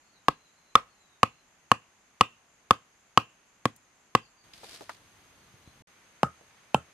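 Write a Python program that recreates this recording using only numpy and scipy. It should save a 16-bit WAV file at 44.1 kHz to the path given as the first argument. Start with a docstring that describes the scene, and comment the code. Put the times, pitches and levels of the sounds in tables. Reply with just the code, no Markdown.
"""Driving a stake at a forest edge

A wooden club drives a hand-held stake into soft ground, and the close knocks overload the microphone.
Struck wood and soil are dying sine tones; the crack of bark and the echoes are shaped noise.
Cicadas, a cricket and a far bird sound behind. The background changes, leaves rustle and things are bumped.
After a short silence two duller blows fall on a stake that sits firmly in the soil."""
import sys
import numpy as np
from scipy import signal
from scipy.fft import rfft, irfft, next_fast_len
from scipy.io import wavfile
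from scipy.ndimage import uniform_filter1d, map_coordinates

SR = 44100
rng = np.random.default_rng(int(sys.argv[2]) if len(sys.argv) > 2 else 0)


def wrap_up_sound(samples):
    """Save the sound to the file named by the first command line argument, as 16-bit audio."""
    columns = np.atleast_2d(samples).T
    # keep every value between -1 and 1, then stretch to whole-number steps
    tamed = np.clip(columns, -1, 1)
    steps = np.round(tamed * 32767).astype(np.int16)
    wavfile.write(sys.argv[1], SR, steps)


N = 305613
TIME = np.arange(N) / SR  # seconds
BLOW_TIME = np.arange(SR // 4) / SR  # seconds since one blow or bump

# outdoor air before the background changes, up to the end of the silence, and after it: f/Hz, level/dB per Hz
FIRST_AIR = [(15, -39), (25, -10), (90, -7.5), (220, -5), (500, -9), (800, -6), (1500, -6.5), (2500, -8.5),
             (3600, -15), (6000, -16.5), (9000, -21.5), (12000, -22), (14000, -39.5), (16000, -49.5)]
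MIDDLE_AIR = [(15, -36), (25, -10), (90, 1.5), (250, -4), (550, -8), (1200, -6), (2500, -8.5), (4500, -14),
              (7000, -19), (12500, -19.5), (14500, -36), (16000, -31)]
LAST_AIR = [(15, -35), (25, -11.5), (100, -0.5), (500, -4), (1100, -1.5), (2200, -1.5), (3500, -8),
            (5700, -12), (8400, -15), (12500, -17), (14000, -46), (16000, -67)]
# how alike left and right are: f/Hz, likeness (0 to 1)
LIKENESS = [(60, 0.95), (180, .85), (550, 0.7), (1650, 0.35), (5000, 0.058), (15000, .05)]
# the far bird's phrases: t/s, length/s, first f/Hz, last f/Hz, level/dB relative to each other
BIRD_PHRASES = [(0, 0.16, 4090, 4360, -78), (0.124, 0.045, 4240, 3840, -71.5), (.25, 0.5, 3980, 4250, -77),
                (0.863, 0.3, 4220, 3730, -77), (1.285, 0.14, 4020, 4000, -79),
                (4.2, 0.072, 4890, 4300, -69), (4.361, 0.084, 4610, 4560, -72),
                (5.352, .12, 4464, 4360, -77), (5.616, .1, 4210, 4000, -75)]
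# hiss of brushing leaves: f/Hz, level/dB per Hz, relative
LEAF_HISS = [(180, -43.5), (300, -7), (440, -9), (667, -16), (1430, -10), (4670, -4), (6000, -10.5),
             (10700, -14.5), (13800, -20), (16000, -39)]
# light bumps and twig ticks: t/s, level/dB, centre f/Hz
BUMPS = [(3.762, -51, 9580), (4.535, -44, 3237), (4.633, -40, 604), (4.809, -36.5, 446), (4.894, -32, 1000),
         (5.539, -55.5, 132), (5.676, -49, 104.4), (5.807, -51, 121), (6.41, -52.5, 480)]
# scatter from the undergrowth around each stake, and from the farther trees: f/Hz, relative level/dB
LOOSE_STAKE_ECHO = [(60, -2.5), (130, -2.5), (250, 0), (600, -6), (1100, -9.5), (1700, 1.5), (2800, -1),
                    (4500, -1), (8000, -2), (15000, -4)]
FIRM_STAKE_ECHO = [(60, -4), (130, 5.5), (250, -2.5), (600, -1), (1000, -11), (1300, 12.5), (1650, 6),
                   (2800, -6), (4500, -1), (8000, 6.5), (15000, -2.5)]
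FAR_TREES_ECHO = [(60, 7.5), (100, 9.5), (180, 0.5), (450, -6.5), (800, -7), (1150, -3.5), (1800, -2),
                  (2850, 9.5), (4500, 1.5), (8000, -4.5), (15000, -5)]
# bark crushed under the club: f/Hz, level/dB per Hz, relative
BARK_CRACK = [(300, 0.5), (1500, 6.5), (3500, -0.5), (5500, -7.5), (8000, -9), (11000, -17), (16000, -20.5)]
# blows on the loose, then the firm stake: t/s, force level/dB, ground thud level/dB, off-centre level/dB,
# club ring level/dB, soil pitch factor
LOOSE_BLOWS = [(.2834, -8.5, -4.5, 0.5, -11, 1.26), (.7536, 3, -6.5, 7, -10, 1.0),
               (1.2309, -4, -2.5, 0.5, 4.5, 0.97), (1.7157, -2, -3, -4, 3.5, 0.98),
               (2.2098, -2.5, -2, 3.5, 11.5, 0.97), (2.7080, -1.5, -2, 3, -1.5, 0.89),
               (3.1747, -2.5, -1, 3, 10, .98), (3.6548, -10, -0.5, -19, -22, 1.05),
               (4.1505, -3.5, -2, -9, 6, 1.03)]
FIRM_BLOWS = [(6.2314, -0.84, .58, 6, -8, 0.907), (6.7450, 1.7, .85, -10.5, 5, 0.92)]
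# tones of struck things, before each blow's pitch, length and level factors:
# f/Hz, level/dB, time to fall 60 dB/s, response to an off-centre blow (0 to 1)
# an out-of-round stick bends at two close pitches
LOOSE_STAKE_TONES = [(495, -9.5, 0.022, 0), (723, -4.5, 0.014, 0.1), (1100, 3, 0.019, 0.18),
                     (1271.4, -7, .03, 0.92), (1624, -13, 0.017, 0.1), (3530, -19.5, 0.0025, 1),
                     (4260, -23.5, 0.0099, 0.6), (5200, -34.5, .011, 0.4)]
FIRM_STAKE_TONES = [(430, -45, 0.022, 0.083), (600, -3, 0.0067, 0.055), (908, -6.5, 0.02, 0),
                    (1133, -15, 0.03, 0.084), (1333, -16.5, 0.024, 0.58), (1635, -23, 0.013, 0.51)]
LOOSE_CLUB_TONES = [(2420, -16.5, 0.0083, 0), (2770, -11.5, 0.007, 0), (3030, -19.5, 0.013, 0),
                    (2700, -54, 0.25, 0)]
FIRM_CLUB_TONES = [(1288, -47, 0.17, 0), (1334, -35.5, 0.057, 0), (2654, -20.5, 0.018, 0),
                   (3070, -24.5, 0.024, 0)]
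LOOSE_GROUND_TONES = [(111, -16.5, 0.052, 0), (225, -10, 0.028, 0), (295, -10.5, .024, 0)]
FIRM_GROUND_TONES = [(145, -19, 0.06, 0), (207, -8.5, 0.029, 0), (87.4, -31.5, 0.22, 0)]

CHANGE_S, SILENCE_S, RESUME_S = 4.44, 5.822, 5.872  # background changes; silence starts; sound resumes
FIRST_AIR_DB, MIDDLE_AIR_DB, LAST_AIR_DB = -65.5, -60, -61
CHIRP_PERIOD_S, FIRST_CHIRP_S, CHIRP_S = .25, .027, .17  # spacing, middle of the first chirp, length
CHIRP_PULSE_HZ, CHIRP_PULSE_DEPTH = 17, .5  # throb of the cricket
NOTE_S = .115  # rough length of a bird note; a whole number of notes fills a phrase
NOTE_SLIDE_HZ, NOTE_LEAP_HZ = 159, 60  # downward slide in a note, random scatter between notes
RUSTLE_START_S, RUSTLE_PEAK_S, RUSTLE_DB = 4.535, 4.74, -48  # one sweep through the leaves
RUSTLE_RISE_DB_PER_S, RUSTLE_FALL_DB_PER_S = 51, 130
SHAKE_DB, SHAKE_FALL_DB_PER_S = -17, 232  # leaves shaken by a bump: level against the bump, and its fall
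BUMP_OCTAVES = 0.7  # sets how widely a bump spreads in pitch
BUMP_T60_S, BUMP_T60_SLOPE = 0.059, -0.23  # ring time at 1 kHz, and its power of pitch: low bumps last longer
CRACK_PER_FORCE = 0.55  # dB of crack per dB of force: harder blows crush more bark
RING_PER_FORCE = -0.26  # dB of ring length per dB of force: the club stays pressed on and damps the stake
TREBLE_HZ, CUTOFF_HZ = 13000, 17000  # gentle softening, then a steep cut


def from_db(db):
    """Turn decibels into a plain multiplier."""
    return 10 ** (np.asarray(db) / 20)


def rms_one(x):
    """Scale a sound to an average strength (rms) of 1."""
    return x / np.sqrt(np.mean(x ** 2) + 1e-20)


def at_hz(points, hz):
    """Read a table between its points, with pitch spaced as the ear hears it (log scale)."""
    points = np.array(points)
    return np.interp(np.log(hz + 1), np.log(points[:, 0]), points[:, 1])


def add(out, s, sound):
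    """Mix a sound in at time s."""
    start = max(round(s * SR), 0)
    out[:, start:start + sound.shape[-1]] += sound[..., :N - start]


def noise(shape_db, size):
    """Stereo noise of rms 1, shaped by shape_db(hz); the two sides are most alike in the bass."""
    length = next_fast_len(size)
    hz = np.fft.rfftfreq(length, 1 / SR)
    mid, side = rfft(rng.standard_normal((2, length)))
    alike = np.clip(at_hz(LIKENESS, hz), 0, .99)
    shared = np.sqrt(1 + alike) * mid
    opposed = np.sqrt(1 - alike) * side * [[1], [-1]]
    shaped = (shared + opposed) * from_db(shape_db(hz))
    return rms_one(irfft(shaped, length)[:, :size])


def coloured(spectrum, size=N):
    """Noise whose balance of bass and treble follows a table."""
    return noise(lambda hz: at_hz(spectrum, hz), size)


def narrow(centre_hz, width_hz):
    """Noise gathered around one pitch, as if passed twice through one resonance."""
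    return noise(lambda hz: -20 * np.log10(1 + ((hz - centre_hz) / width_hz) ** 2), N)


def swell(start, length):
    """A rounded rise and fall in loudness."""
    across = 2 * (TIME - start) / length - 1  # runs from -1 to 1
    return np.sqrt(np.maximum(1 - across ** 2, 0))


def echo(x, spectrum, level_db, t60, build_s):
    """Many blurred reflections of a sound: they build up, then fall 60 dB in t60 seconds."""
    t = np.arange(SR * 3 // 4) / SR
    build_up = 1 - np.exp(-(t / build_s) ** 2)
    response = coloured(spectrum, size=len(t)) * from_db(-60 * t / t60) * build_up
    response = rms_one(response) / np.sqrt(len(t))
    return from_db(level_db) * signal.fftconvolve(x, response, axes=1)[:, :N]


def outdoor_air(first):
    """The broad, soft noise of open air, with a new tone in each of three stretches."""
    first_air = from_db(FIRST_AIR_DB) * coloured(FIRST_AIR)
    middle_air = from_db(MIDDLE_AIR_DB) * coloured(MIDDLE_AIR)
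    last_air = from_db(LAST_AIR_DB) * coloured(LAST_AIR)
    return np.select([first, TIME < RESUME_S], [first_air, middle_air], last_air)


def insects(first, cricket_db, chorus_db, cicada_db):
    """A cricket chirps evenly on two close pitches over a cicada chorus; later one steady cicada stands out."""
    chirp_middles = np.arange(FIRST_CHIRP_S, CHANGE_S, CHIRP_PERIOD_S)
    chirping = sum(swell(s - CHIRP_S / 2, CHIRP_S) for s in chirp_middles)
    throb = 1 + CHIRP_PULSE_DEPTH * np.sin(2 * np.pi * CHIRP_PULSE_HZ * TIME)
    cricket = narrow(centre_hz=7160, width_hz=35) + from_db(-4) * narrow(centre_hz=7310, width_hz=40)
    chorus = narrow(centre_hz=6420, width_hz=230) + from_db(-7) * narrow(centre_hz=6700, width_hz=80)
    cicada = narrow(centre_hz=6450, width_hz=80) + from_db(-3) * narrow(centre_hz=6320, width_hz=200)
    cicadas = np.where(first, from_db(chorus_db) * chorus, from_db(cicada_db) * cicada)
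    return from_db(cricket_db) * chirping * throb * cricket + cicadas


def bird(level_db):
    """Runs of wavering, down-slurred whistles (sine tones), heard mostly as scatter from the trees."""
    song = np.zeros((2, N))
    waver_hz = 70 * narrow(centre_hz=0, width_hz=60)[0]
    for s, length, first_hz, last_hz, db in BIRD_PHRASES:
        notes = max(round(length / NOTE_S), 1)
        # which note is sounding, and how far through it we are (0 to 1)
        note, through = np.divmod(np.interp(TIME, [s, s + length], [0, notes]), 1)
        leaps_hz = NOTE_LEAP_HZ * rng.standard_normal(size=16)[note.astype(int)]
        slide_hz = NOTE_SLIDE_HZ * (.5 - through)
        phrase_hz = np.interp(TIME, [s, s + length], [first_hz, last_hz])
        hz = phrase_hz + leaps_hz + slide_hz + waver_hz
        whistle = np.sin(2 * np.pi * np.cumsum(hz) / SR)
        song += from_db(db + level_db) * np.sqrt(np.sin(np.pi * through)) * whistle
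    return .5 * song + echo(song, FAR_TREES_ECHO, level_db=2.0, t60=0.24, build_s=0.0058)


def leaf_motion():
    """The sweep through the leaves swells and fades; each bump near its peak shakes them afresh."""
    late = TIME - RUSTLE_PEAK_S
    sweep_db = RUSTLE_DB + np.minimum(RUSTLE_RISE_DB_PER_S * late, -RUSTLE_FALL_DB_PER_S * late)
    motion = (TIME > RUSTLE_START_S) * from_db(sweep_db)
    for s, db, _ in BUMPS:
        if abs(s - RUSTLE_PEAK_S) < .5:
            shake_db = db + SHAKE_DB - SHAKE_FALL_DB_PER_S * abs(TIME - s)
            motion = np.hypot(motion, (TIME > s) * from_db(shake_db))
    return motion


def rustle(grain_db, hollow_db, snaps_per_s, snap_db):
    """Leaves brush past each other in a grainy hiss, with tiny snaps and a faint hollow ring."""
    grains = rms_one(uniform_filter1d(rng.standard_normal(N), size=90))
    snap_starts = (rng.random(N) < snaps_per_s / SR) + 1e-18
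    snaps = signal.lfilter([1], [1, -np.exp(-1 / (0.0025 * SR))], snap_starts)  # each fades over 2.5 ms
    loudness = from_db(grain_db * grains) + from_db(snap_db) * snaps
    hiss = rms_one(coloured(LEAF_HISS) * loudness)
    hollow = from_db(hollow_db) * narrow(centre_hz=668, width_hz=33)
    return leaf_motion() * (hiss + hollow)


def bumps():
    """Small damped contacts, each a short burst of noise around its own pitch."""
    out = np.zeros((2, N))
    for s, db, centre_hz in BUMPS:
        def shape_db(hz):
            """The burst weakens away from its centre pitch."""
            octaves = np.log2((hz + 1) / centre_hz)
            return -13 * np.log10(1 + (octaves / BUMP_OCTAVES) ** 4)
        burst = noise(shape_db, len(BLOW_TIME))
        t60 = BUMP_T60_S * (centre_hz / 1000) ** BUMP_T60_SLOPE
        add(out, s, burst * from_db(db - 60 * BLOW_TIME / t60))
    return out


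def ring(tones, off_centre_db=0, pitch=1, length=1):
    """Struck wood or soil sounds several dying tones; neighbours swing in opposite directions."""
    out = np.zeros(len(BLOW_TIME))
    for k, (hz, db, t60, share) in enumerate(tones):
        level_db = db + share * off_centre_db - 60 * BLOW_TIME / (t60 * length)
        out += (-1) ** k * from_db(level_db) * np.sin(2 * np.pi * hz * pitch * BLOW_TIME)
    return out


def knocks(blows, stake, club, ground, pitch, ring_length, crack_level_db, crack_t60, soil_yield_s, low_cut_hz):
    """Each blow cracks bark and rings stake and club; the soil thuds as it yields, higher where it is stiffer."""
    out = np.zeros((2, N))
    yielding = 1 - np.exp(-BLOW_TIME / soil_yield_s)
    for s, force_db, thud_db, off_centre_db, club_db, soil_pitch in blows:
        length = ring_length * from_db(RING_PER_FORCE * force_db)
        stake_ring = from_db(force_db) * ring(stake, off_centre_db, pitch, length)
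        club_ring = from_db(club_db) * ring(club)
        crack_db = crack_level_db + CRACK_PER_FORCE * force_db - 60 * BLOW_TIME / crack_t60
        crack = coloured(BARK_CRACK, size=len(BLOW_TIME)) * from_db(crack_db)
        thud = from_db(thud_db) * yielding * ring(ground, pitch=soil_pitch)
        add(out, s, stake_ring + club_ring + crack - thud)
    # so small a source radiates little deep bass
    low_cut = signal.butter(2, low_cut_hz, "high", fs=SR, output="sos")
    return signal.sosfilt(low_cut, out + 1e-18)


def placed(x, lag_ms, pan_db):
    """Shift knocks sideways: the left side comes lag_ms later and pan_db louder (softer if negative)."""
    left = map_coordinates(x[0], [np.arange(N) - lag_ms * SR / 1000], order=3)
    return np.array([left * from_db(pan_db), x[1]])


def scene():
    """The forest behind, small handling sounds, and the knocks with their echoes."""
    first = TIME < CHANGE_S
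    forest = outdoor_air(first) + bird(level_db=2.0)
    forest += insects(first, cricket_db=-76.0, chorus_db=-73.5, cicada_db=-72.0)
    handling = bumps() + rustle(grain_db=0.5, hollow_db=-16.0, snaps_per_s=99, snap_db=2.5)

    loose = knocks(LOOSE_BLOWS, LOOSE_STAKE_TONES, LOOSE_CLUB_TONES, LOOSE_GROUND_TONES,
                   pitch=1.0042, ring_length=1.013, crack_level_db=-11.0, crack_t60=0.019,
                   soil_yield_s=0.0037, low_cut_hz=41)
    firm = knocks(FIRM_BLOWS, FIRM_STAKE_TONES, FIRM_CLUB_TONES, FIRM_GROUND_TONES,
                  pitch=0.943, ring_length=0.9, crack_level_db=-18.0, crack_t60=0.014,
                  soil_yield_s=0.0031, low_cut_hz=110)
    echoes = echo(loose, LOOSE_STAKE_ECHO, level_db=-22.0, t60=0.14, build_s=0.017)
    echoes += echo(firm, FIRM_STAKE_ECHO, level_db=-15.0, t60=0.16, build_s=0.0067)
    echoes += echo(loose + firm, FAR_TREES_ECHO, level_db=-38.5, t60=.24, build_s=0.031)
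    echoes += echo(loose, FAR_TREES_ECHO, level_db=-46.0, t60=0.38, build_s=.09)  # from deeper in the forest
    direct = placed(loose, lag_ms=.04, pan_db=.8) + placed(firm, lag_ms=.04, pan_db=-.1)
    return direct + echoes + forest + handling


def record(dry):
    """Loud peaks are cut flat, at a higher level after the short silence; the treble is softened and cut."""
    ceiling = np.where(TIME < RESUME_S, .63, .85)
    live = (TIME < SILENCE_S) | (TIME > RESUME_S)
    flattened = np.clip(dry, -ceiling, ceiling) * live
    soft = signal.sosfilt(signal.butter(3, TREBLE_HZ, fs=SR, output="sos"), flattened)
    return signal.sosfilt(signal.cheby2(16, 60, CUTOFF_HZ, fs=SR, output="sos"), soft)


dry = scene()
out = record(dry)
wrap_up_sound(out)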